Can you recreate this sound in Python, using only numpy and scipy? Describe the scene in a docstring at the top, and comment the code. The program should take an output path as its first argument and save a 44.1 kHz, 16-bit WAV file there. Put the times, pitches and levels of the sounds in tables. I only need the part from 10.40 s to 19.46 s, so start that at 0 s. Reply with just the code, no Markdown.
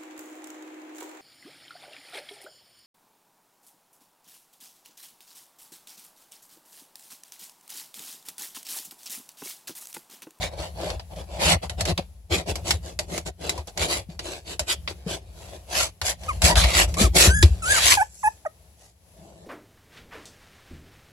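"""Rubbing and scuffing right at the microphone, as a hand-held camera moves beside puppies in a wooden
box of shavings outdoors. The rubbing is countless tiny slips, some strokes with a dry snap, and the
handling shakes the camera's shell with rumble, bumps and knocks. Late on a puppy's vocal folds give
two whimpers, three thin whines and three short yips. A faint fuzzy tone sets in near the end."""
import sys
import numpy as np
from scipy import signal
from scipy.fft import rfft, irfft, next_fast_len
from scipy.io import wavfile
from scipy.ndimage import uniform_filter1d, map_coordinates

SR = 44100
rng = np.random.default_rng(int(sys.argv[2]) if len(sys.argv) > 2 else 0)


def unload_wav(signal):
    """Save mono or channel-first audio to the path in sys.argv[1] as 16-bit WAV at rate SR, clipped to [-1, 1]."""
    wavfile.write(
        sys.argv[1],
        SR,
        np.round(np.clip(np.atleast_2d(signal).T, -1, 1) * 32767).astype(np.int16),
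    )


N = 399490
TIME = np.arange(N) / SR

# rubbing strokes at the microphone: crest_s, rise_s, fall_s, strength_db, weight_db (heavy is hollower)
STROKES = [(0.035, .037, .064, -30.5, 0), (0.139, .041, 0.037, -51, 5.5), (0.213, 0.056, 0.11, -39, 0.5),
           (0.453, 0.11, 0.14, -38, 3), (0.733, .038, .019, -52.5, 5), (0.795, .048, 0.066, -47, 3),
           (0.97, 0.11, 0.065, -44.5, 0), (1.05, 0.068, 0.099, -22.5, 3.5),
           (1.119, 0.091, 0.047, -18.5, 5.5), (1.24, 0.023, 0.042, -37, 2.5),
           (1.418, .043, 0.011, -34, 3.5), (1.497, 0.041, 0.038, -27, 5.5), (1.593, 0.02, 0.012, -40, 8.5),
           (1.939, 0.038, 0.09, -26.5, 2), (2.107, 0.048, 0.026, -31.5, 3.5),
           (2.17, 0.077, 0.088, -52, 0.5), (2.3, 0.06, 0.035, -29.5, -2.5),
           (2.473, 0.059, 0.097, -47, -0.5), (2.759, 0.086, 0.059, -38, 2),
           (2.874, 0.023, 0.035, -36.5, 2.5), (3.076, 0.087, 0.041, -38.5, 2), (3.175, 0.06, 0.067, -46, 1),
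           (3.285, 0.016, 0.032, -43, -2), (3.434, 0.065, 0.053, -26.5, 1.5), (3.53, 0.066, .094, -27, -3),
           (3.71, 0.026, 0.082, -53.5, -3.5), (3.903, .1, 0.12, -37.5, -5.5),
           (4.116, 0.071, 0.057, -37, -5.5), (4.322, 0.054, .03, -23.5, -10), (4.51, 0.037, 0.029, -42, -1),
           (4.6, 0.074, 1, -62, -0.5), (4.721, 0.063, 0.073, -33, -1.5), (5.06, 0.14, 0.22, -52, -3.5),
           (5.145, 0.035, 0.044, -50.5, 0), (5.413, 0.12, 0.079, -23, -3.5), (5.679, 0.047, 0.066, -27, -4),
           (5.884, 0.12, 0.23, -47.5, -2.5), (6.059, 0.038, 0.087, -16.5, 5.5),
           (6.18, 0.025, 0.12, -19.5, 2.5), (6.321, 0.1, 0.0097, -28, -1.5), (6.409, 0.1, .05, -16.5, -0.5),
           (6.484, 0.012, 0.095, -45.5, -3), (6.613, 0.046, 0.073, -22.5, 3.5),
           (6.773, 0.028, 0.0088, -18.5, 6), (6.825, 0.079, 0.094, -15.5, -0.5),
           (7.146, 0.19, 0.2, -54, -2), (7.358, .12, .26, -24.5, -4), (7.522, 0.15, 0.05, -16.5, -4.5),
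           (7.773, .14, .3, -61.5, -10.5), (8.433, 0.069, 0.13, -60.5, -7.5), (8.819, 0.086, 1, -63, 2)]
# slow drift of the rubbing's colour: time_s, hollow_hz, treble_db
RUB_COLOUR = [(0, 666, -4), (1.1, 643, -4), (1.5, 558, -5.5), (2.1, 495, -2), (2.6, 523, 2.5),
              (2.85, 456, 2), (3.15, 510, -2), (3.55, 540, -1.5), (4.6, 463, -1.5), (5.45, 643, 0),
              (5.7, 650, 4), (6.05, 640, 1), (6.25, 625, -3.5), (6.65, 474, 3), (7.1, 443, 2.5),
              (7.5, 685, 0), (7.8, 546, 16), (8.85, 555, 1)]
# spectra of a stroke's two hollows, its rasp and its hiss: frequency_hz, density_db
LOW_HOLLOW = [(120, -39), (250, -8), (345, 2), (450, -3), (600, -2), (800, -6.5), (1050, -17.5),
              (1400, -33), (3000, -58)]
HIGH_HOLLOW = [(150, -35.5), (330, -9), (440, -13.5), (505, -5), (560, -2.5), (640, 1), (740, -2.5),
               (860, -7), (1020, -11), (1400, -28), (3000, -58)]
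RASP = [(500, -51), (900, -8.5), (1200, -7.5), (2200, -3), (3200, -3), (4600, -2), (5600, -11.5),
        (8000, -49.5)]
HISS = [(3000, -63), (4400, -11.5), (5300, -1), (6500, 2), (7800, 3), (10500, -4), (12000, -12),
        (14000, -16.5), (16000, -26)]
# ring of the wooden walls: frequency_hz, t60_s
BOX_DECAY = [(200, .12), (900, 0.11), (3000, 0.21), (10000, 0.03)]
# tremble of the hand on the camera: time_s, level_db
GRIP = [(0.0, -36.5), (0.91, -42.5), (1.16, -36), (1.43, -36.5), (1.69, -44), (1.89, -50.5), (2.17, -34),
        (3.2, -48.5), (4.31, -43), (5.67, -51.5), (5.83, -37.5), (6.08, -32.5), (6.21, -24.5),
        (6.63, -32.5), (7.06, -24), (7.59, -48), (8.28, -59.5), (9.06, -55.5)]
# spectra of the camera shell's two resonances and of the outdoor air: frequency_hz, density_db
RUMBLE = [(20, -35), (32, -29), (48, -6.5), (62, 1.5), (85, -3), (110, -11), (150, -33), (300, -56.5)]
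DRONE = [(80, -41.5), (135, -6.5), (168, 7), (210, -6.5), (260, -16.5), (400, -58.5)]
AIR = [(25, -6.5), (60, 5), (150, 1.5), (300, -6), (650, 0), (1300, -12.5), (4000, -11.5), (8000, -12),
       (10500, -9.5), (13000, -19), (16000, -21)]
# sudden contacts: start_s, rasp_db, hiss_over_rasp_db
SNAPS = [(0.502, -30.5, -7.5), (0.596, -37.5, -13.5), (0.761, -49, -2.5), (1.296, -29, -5.5),
         (1.408, -23, -0.5), (1.453, -24.5, -4), (1.577, -25, -8), (2.156, -29, -1), (2.307, -14, -3.5),
         (2.59, -23, -3), (2.778, -28, -1), (3.094, -20.5, -1.5), (3.178, -38, -1.5), (3.272, -49, 9),
         (3.375, -26, -3.5), (3.792, -28.5, -9), (4.194, -22.5, 1), (4.299, -34, -5), (4.325, -36, 10),
         (4.476, -24.5, -24.5), (5.615, -23, -7), (5.835, -40, -4.5), (6.019, -20.5, 0.5),
         (6.156, -18, -12), (6.239, -16, -9.5), (6.541, -32.5, 0.5), (6.753, -30.5, 4), (7.027, -13, -4)]
# bumps on the camera and short hollow knocks: start_s, relative_level_db, pitch_hz
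BUMPS = [(1.138, -24.5, 87.3), (1.412, -26.5, 92.5), (1.516, -26, 90.6), (1.91, -24, 88),
         (2.087, -27.5, 88.5), (2.334, -25.5, 83), (3.181, -30.5, 75), (3.396, -26, 78), (4.203, -30, 72),
         (5.619, -32, 81), (6.032, -14, 75.4), (6.164, -11, 64.7), (6.244, -18.5, 58.5), (6.634, -16, 66.6),
         (6.873, -10, 77.6), (7.032, -4.5, 80), (7.104, -17.5, 66)]
KNOCKS = [(1.232, -27, 635), (1.585, -21.5, 596), (2.59, -23, 644), (3.177, -28, 1015), (4.195, -22, 637),
          (3.688, -26.5, 175), (4.663, -20, 185), (4.664, -27, 468), (6.61, -9, 220), (6.871, -13, 196),
          (7.029, -10, 359)]
# the puppy's calls, one contour per call: time_s, pitch_hz, relative_level_db
WHIMPERS = [
    [(5.875, 1090, -43), (5.889, 1293, -25), (5.902, 1157, -18.5), (5.915, 1040, -29), (5.931, 910, -49.5)],
    [(6.098, 890, -30.5), (6.115, 997, -20.5), (6.132, 975, -25.5), (6.15, 870, -46)],
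]
WHINES = [
    [(6.568, 1078, -27), (6.6, 1283, -36), (6.622, 1316, -36), (6.645, 1316, -28.5), (6.675, 1064, -30.5)],
    [(6.885, 1430, -40), (6.91, 1524, -22), (6.93, 1557, -29), (6.96, 1715, -24), (6.985, 1648, -23.5),
     (7.005, 1710, -29), (7.03, 1630, -22.5)],
    [(7.218, 1390, -35), (7.243, 1270, -31), (7.28, 1490, -26.5), (7.322, 1690, -17.5), (7.36, 1520, -29),
     (7.382, 1307, -21), (7.402, 1030, -34)],
]
YIPS = [
    [(7.567, 1173, -40.5), (7.575, 846, -15.5), (7.598, 758, -21), (7.612, 752, -15.5), (7.618, 854, -13.5),
     (7.625, 860, -14.5), (7.633, 895, -21)],
    [(7.83, 1224, -29.5), (7.839, 848, -22), (7.856, 843, -16), (7.871, 840, -17), (7.878, 887, -12.5),
     (7.89, 860, -23)],
    [(8.051, 885, -32.5), (8.058, 760, -27.5), (8.064, 611, -22.5), (8.071, 638, -24), (8.078, 562, -39.5)],
]
# overtone strength through the nose and through the open mouth: frequency_hz, gain_db
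NOSE = [(1700, -0.5), (2550, -9), (3400, -21.5), (5000, -21.5), (6600, -13), (8300, -9), (10000, -13.5),
        (11500, -37.5), (15000, -44.5)]
MOUTH = [(850, -0.5), (1650, -8.5), (2450, -14.5), (3400, -41.5), (4300, -44), (5200, -34), (7500, -22),
         (10500, -20.5), (12000, -46.5), (15000, -37)]
# narrow noise bands of the faint tone: centre_hz, level_db
TONE_BANDS = [(168, -54.5), (330, -65), (650, -56.5)]
# likeness of the sound at the two microphone ports: frequency_hz, correlation
PORT_LIKENESS = [(60, 0.98), (200, 0.88), (380, .8), (700, 0.54), (1300, 0.037)]
# bass roll-off and treble notch of both ports: frequency_hz, gain_db
PORT_COLOUR = [(20, -31), (32, -21), (42, -12.5), (50, 2.5), (62, 0.5), (8100, -1), (8600, -8.5),
               (9000, -10.5), (9500, -5.5), (10100, -4.5), (11000, -3)]
# imbalance of the ports: frequency_hz, left_minus_right_db
PORT_BALANCE = [(60, 2), (800, 3), (1800, 0.5), (4200, -.5), (7500, -2), (8800, -3.5), (10200, 21.5),
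                (15000, 7.5)]

TOP_HZ = 16100  # upper limit of the sound


def amp(db):
    """Decibels to gain."""
    return 10 ** (np.asarray(db) / 20)


def unit(x):
    """Scale to rms 1."""
    return x / np.sqrt(np.mean(x ** 2) + 1e-20)


def along(points, hz):
    """Read (frequency_hz, value) points on a log frequency axis."""
    frequencies, values = np.transpose(points)
    return np.interp(np.log(hz + 1), np.log(frequencies + 1), values)


def curves(rows):
    """One value per sample for each column after the time."""
    times, *columns = np.transpose(rows)
    return [np.interp(TIME, times, column) for column in columns]


def wobble(rate, size=N):
    """A smooth random curve, rate knots a second."""
    knots = rng.standard_normal(int(size * rate / SR) + 4)
    return map_coordinates(knots, [np.arange(size) * rate / SR])


def filtered(x, response):
    """Filter x by a response given as a function of frequency."""
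    size = next_fast_len(N + 8192)
    return irfft(rfft(x, size) * response(np.fft.rfftfreq(size, 1 / SR)), size)[..., :N]


def coloured(pair, spectrum):
    """Shape two unrelated signals into left and right, rms 1: alike in the bass, apart in the treble."""
    def response(hz):
        turn = np.arccos(np.clip(along(PORT_LIKENESS, hz), -1, 1)) / 2
        return amp(along(spectrum, hz)) * np.array([np.cos(turn), np.sin(turn)])
    mid, side = filtered(pair, response)
    return unit(np.array([mid + side, mid - side]))


def stroke_force(edge_db, bite, release):
    """Force and weight of the rubbing: strokes bite, crest and let go; each snap slides on briefly."""
    power, weighted = np.zeros((2, N))
    slide_rise_s, slide_fall_s = 0.0054, 0.074
    slides = [(start_s + slide_rise_s, slide_rise_s, slide_fall_s, db - 22.5, 0)
              for start_s, db, _ in SNAPS]
    for crest_s, rise_s, fall_s, db, weight_db in STROKES + slides:
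        near = slice(*np.searchsorted(TIME, [crest_s - 2 * rise_s, crest_s + 2 * fall_s]))
        t = TIME[near] - crest_s
        off_crest = np.where(t < 0, np.abs(t / rise_s) ** bite, np.abs(t / fall_s) ** release)
        stroke = amp(db - edge_db * off_crest) ** 2
        power[near] += stroke
        weighted[near] += stroke * amp(weight_db)
    return np.sqrt(power), weighted / (power + 1e-15)


def friction(slips_per_s, spread_db, smooth_db, patchy_db):
    """Countless tiny slips of uneven size; their resonances drift as the contact moves."""
    slips = rng.random(N) < slips_per_s / SR
    sizes = amp(spread_db * np.minimum(rng.standard_normal(N), 2))
    grains = unit(slips * sizes * rng.standard_normal((2, N)))
    spectra = signal.stft(grains + amp(smooth_db) * rng.standard_normal((2, N)), nperseg=512)[2]
    patches = uniform_filter1d(rng.standard_normal(spectra.shape), size=3, axis=1)  # across frequency
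    patches = uniform_filter1d(patches, size=12, axis=2)  # across time
    return signal.istft(spectra * amp(patchy_db * np.minimum(unit(patches), 2)), nperseg=512)[1][:, :N]


def rubbing(force, drag):
    """Gritty friction right at the microphone as the camera moves, catching and sliding unevenly."""
    hollow_hz, treble_db = curves(RUB_COLOUR)
    catching = amp(0.7 * wobble(70) + 1.2 * wobble(350))
    body, rasp, hiss = np.array([drag, force, force * amp(treble_db)]) * catching
    coarse = friction(slips_per_s=1400, spread_db=2, smooth_db=0.5, patchy_db=2.5)
    high_share = np.clip((hollow_hz - 430) / 170, 0, 1)  # the moving contact shifts between two hollows
    hollow = np.sqrt(1 - high_share) * coloured(coarse[:, ::-1], LOW_HOLLOW)
    hollow += np.sqrt(high_share) * coloured(coarse, HIGH_HOLLOW)
    gritty = coloured(friction(slips_per_s=2200, spread_db=2, smooth_db=0.5, patchy_db=4.5), RASP)
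    fine = coloured(friction(slips_per_s=6900, spread_db=4.5, smooth_db=-1.5, patchy_db=4), HISS)
    return body * hollow + amp(0.76) * rasp * gritty + amp(-0.68) * hiss * fine


def box(x):
    """The short answer of the nearby wooden walls, different at each microphone port."""
    hz, t, spectra = signal.stft(rng.standard_normal((2, SR // 4)), SR, nperseg=256)
    decay = amp(-60 * t / along(BOX_DECAY, hz)[:, None])
    tail = signal.istft(spectra * decay, SR, nperseg=256)[1]
    return signal.fftconvolve(x[None], tail / np.linalg.norm(tail[0]), axes=1)[:, :N]


def handling(drag, weight, tremble_db, linger_s):
    """The trembling grip and the drag of heavy strokes shake two low resonances of the camera's shell."""
    grip = amp(curves(GRIP)[0] + tremble_db * wobble(14))
    pole = np.exp(-1 / (linger_s * SR))
    lingering = signal.lfilter([1 - pole], [1, -pole], drag)
    rumble = np.hypot(grip, amp(-6) * lingering) * coloured(rng.standard_normal((2, N)), RUMBLE)
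    hollow_hz = curves(RUB_COLOUR)[0]
    depth = weight * (512 / hollow_hz) ** 1.6  # a lower hollow drives the drone harder
    drone_level = np.hypot(amp(-13) * grip, amp(-9.5) * drag * depth)
    return rumble + drone_level * coloured(rng.standard_normal((2, N)), DRONE)


def air():
    """Quiet outdoor air around the box, its level wavering."""
    return amp(-59 + 4.3 * wobble(6.2)) * coloured(rng.standard_normal((2, N)), AIR)


def snaps(hold_s, crack_t60_s, ring_t60_s):
    """A contact lands or breaks free: a dry crack with its own mix of hollow, rasp and hiss."""
    power = np.zeros((3, N))
    t = np.arange(SR // 8) / SR
    crack = amp(-60 * np.maximum(t - hold_s, 0) / crack_t60_s)
    ring = amp(-60 * t / ring_t60_s)
    for start_s, rasp_db, hiss_over_rasp_db in SNAPS:
        hollow_db = -24.5 + 0.52 * rasp_db
        gains = amp([[hollow_db], [rasp_db], [rasp_db + hiss_over_rasp_db]])
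        power[:, round(start_s * SR):][:, :len(t)] += gains ** 2 * (crack ** 2 + ring ** 2)
    crackle = friction(slips_per_s=15000, spread_db=1, smooth_db=1.5, patchy_db=3)
    bands = zip(np.sqrt(power), [HIGH_HOLLOW, RASP, HISS])
    return sum(level * coloured(crackle, spectrum) for level, spectrum in bands)


def bumps(sag, swell_s):
    """A bump rocks the camera for a few cycles, sinking in pitch."""
    out = np.zeros(N)
    t = np.arange(SR // 5) / SR
    swell = (t / swell_s) ** 2 * np.exp(2 - 2 * t / swell_s)
    for start_s, db, hz in BUMPS:
        rocking = np.sin(2 * np.pi * hz * (t - sag * t ** 2))
        out[round(start_s * SR):][:len(t)] += amp(db) * swell * rocking
    return out


def knocks(t60_s, attack_s, sag):
    """A soft, hollow handling knock rings briefly and drops in pitch."""
    out = np.zeros(N)
    t = np.arange(SR // 10) / SR
    for start_s, db, hz in KNOCKS:
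        ring = np.sin(2 * np.pi * hz * (t - sag * t ** 2)) * amp(db - 60 * t / t60_s)
        out[round(start_s * SR):][:len(t)] += ring * (1 - np.exp(-t / attack_s))
    return out


def voice(calls, overtones, harmonics, jitter, shimmer_db, flutter_db, full_db, brightening):
    """Small vocal folds: harmonics on an unsteady pitch, shaped by the throat, brighter with effort."""
    out = np.zeros(N)
    number = np.arange(1, harmonics + 1)[:, None]
    upper_share = np.minimum((number - 1) / 4, 1)  # effort and flutter spare the fundamental
    for call in calls:
        times, hz, db = np.transpose(call)
        start, stop = np.searchsorted(TIME, [times[0], times[-1]])
        t = TIME[start:stop]
        glide_hz = uniform_filter1d(np.interp(t, times, hz), size=200)
        pitch_hz = glide_hz * (1 + jitter * wobble(900, size=len(t)))
        phase = 2 * np.pi * np.cumsum(pitch_hz) / SR
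        flutter = flutter_db * np.array([wobble(120, size=len(t)) for _ in number])
        effort_db = brightening * (db.max() - full_db)
        harmonic_hz = number * pitch_hz
        strength = amp(along(overtones, harmonic_hz) + upper_share * (effort_db + flutter))
        tone = (strength * (harmonic_hz < TOP_HZ) * np.sin(number * phase)).sum(0)
        level = amp(np.interp(t, times, db) + shimmer_db * wobble(150, size=len(t)))
        out[start:stop] += np.sqrt(2) * level * tone * signal.windows.tukey(len(t), 0.08)
    return out


def puppy(left_lag_s):
    """Close up in the box: soft whimpers, piercing nasal whines, then rough yips from the right."""
    whimpers = voice(WHIMPERS, NOSE, harmonics=9, jitter=0.015, shimmer_db=5.5,
                     flutter_db=0.5, full_db=-6.5, brightening=0.84)
    whines = voice(WHINES, NOSE, harmonics=10, jitter=0.011, shimmer_db=2,
                   flutter_db=3.5, full_db=-29.5, brightening=0.3)
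    yips = voice(YIPS, MOUTH, harmonics=18, jitter=0.0042, shimmer_db=0.6,
                 flutter_db=7, full_db=-7, brightening=1)
    panned = amp(-0.5) * (whimpers + whines) + amp([[-3], [1.5]]) * yips
    direct = filtered(panned, lambda hz: np.exp(1j * np.pi * hz * left_lag_s * np.array([[-1], [1]])))
    return direct + amp(-20) * box(whimpers + whines + yips)


def faint_tone(start_s, attack_s, half_width_hz):
    """A faint, fuzzy tone of narrow noise bands sets in and holds."""
    def bands(hz):
        return sum(amp(db) / (1 + ((hz - centre_hz) / half_width_hz) ** 2)
                   for centre_hz, db in TONE_BANDS)
    level = np.linalg.norm([amp(db) for _, db in TONE_BANDS])
    onset = np.clip((TIME - start_s) / attack_s, 0, 1)
    return level * onset * unit(filtered(rng.standard_normal(N), bands))


def scene():
    """Everything in and around the box, from very close; its walls soften the ends of the strokes."""
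    force, weight = stroke_force(edge_db=25.5, bite=2.66, release=2.14)
    # a light touch mostly sounds the hollow; past the knee, extra force goes mainly into rasp
    knee_db, saturation = -45, 0.61
    drag = amp(7) * weight * force / np.hypot(1, force / amp(knee_db)) ** saturation
    scuffs = rubbing(force, drag) + amp(-2) * snaps(hold_s=0.0021, crack_t60_s=0.046, ring_t60_s=0.075)
    mix = scuffs + amp(-18) * box(scuffs.mean(0))
    mix += handling(drag, weight, tremble_db=3, linger_s=0.02)
    mix += amp(4) * bumps(sag=0.81, swell_s=0.015)
    mix += amp(4) * knocks(t60_s=0.068, attack_s=0.0041, sag=1.9)
    mix += puppy(left_lag_s=0.00018)
    mix += faint_tone(start_s=8.76, attack_s=0.015, half_width_hz=23)
    return mix + air()


def record(dry):
    """The microphone ports thin the deep bass and notch the treble, the right duller; peaks round off."""
    def ports(hz):
        return amp(along(PORT_COLOUR, hz) + along(PORT_BALANCE, hz) * np.array([[0.5], [-0.5]]))
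    picked_up = filtered(dry, ports)
    rounded = picked_up / (1 + np.abs(picked_up / 0.92) ** 6) ** (1 / 6)
    return filtered(rounded, lambda hz: hz < TOP_HZ)


dry = scene()
out = record(dry)
unload_wav(out)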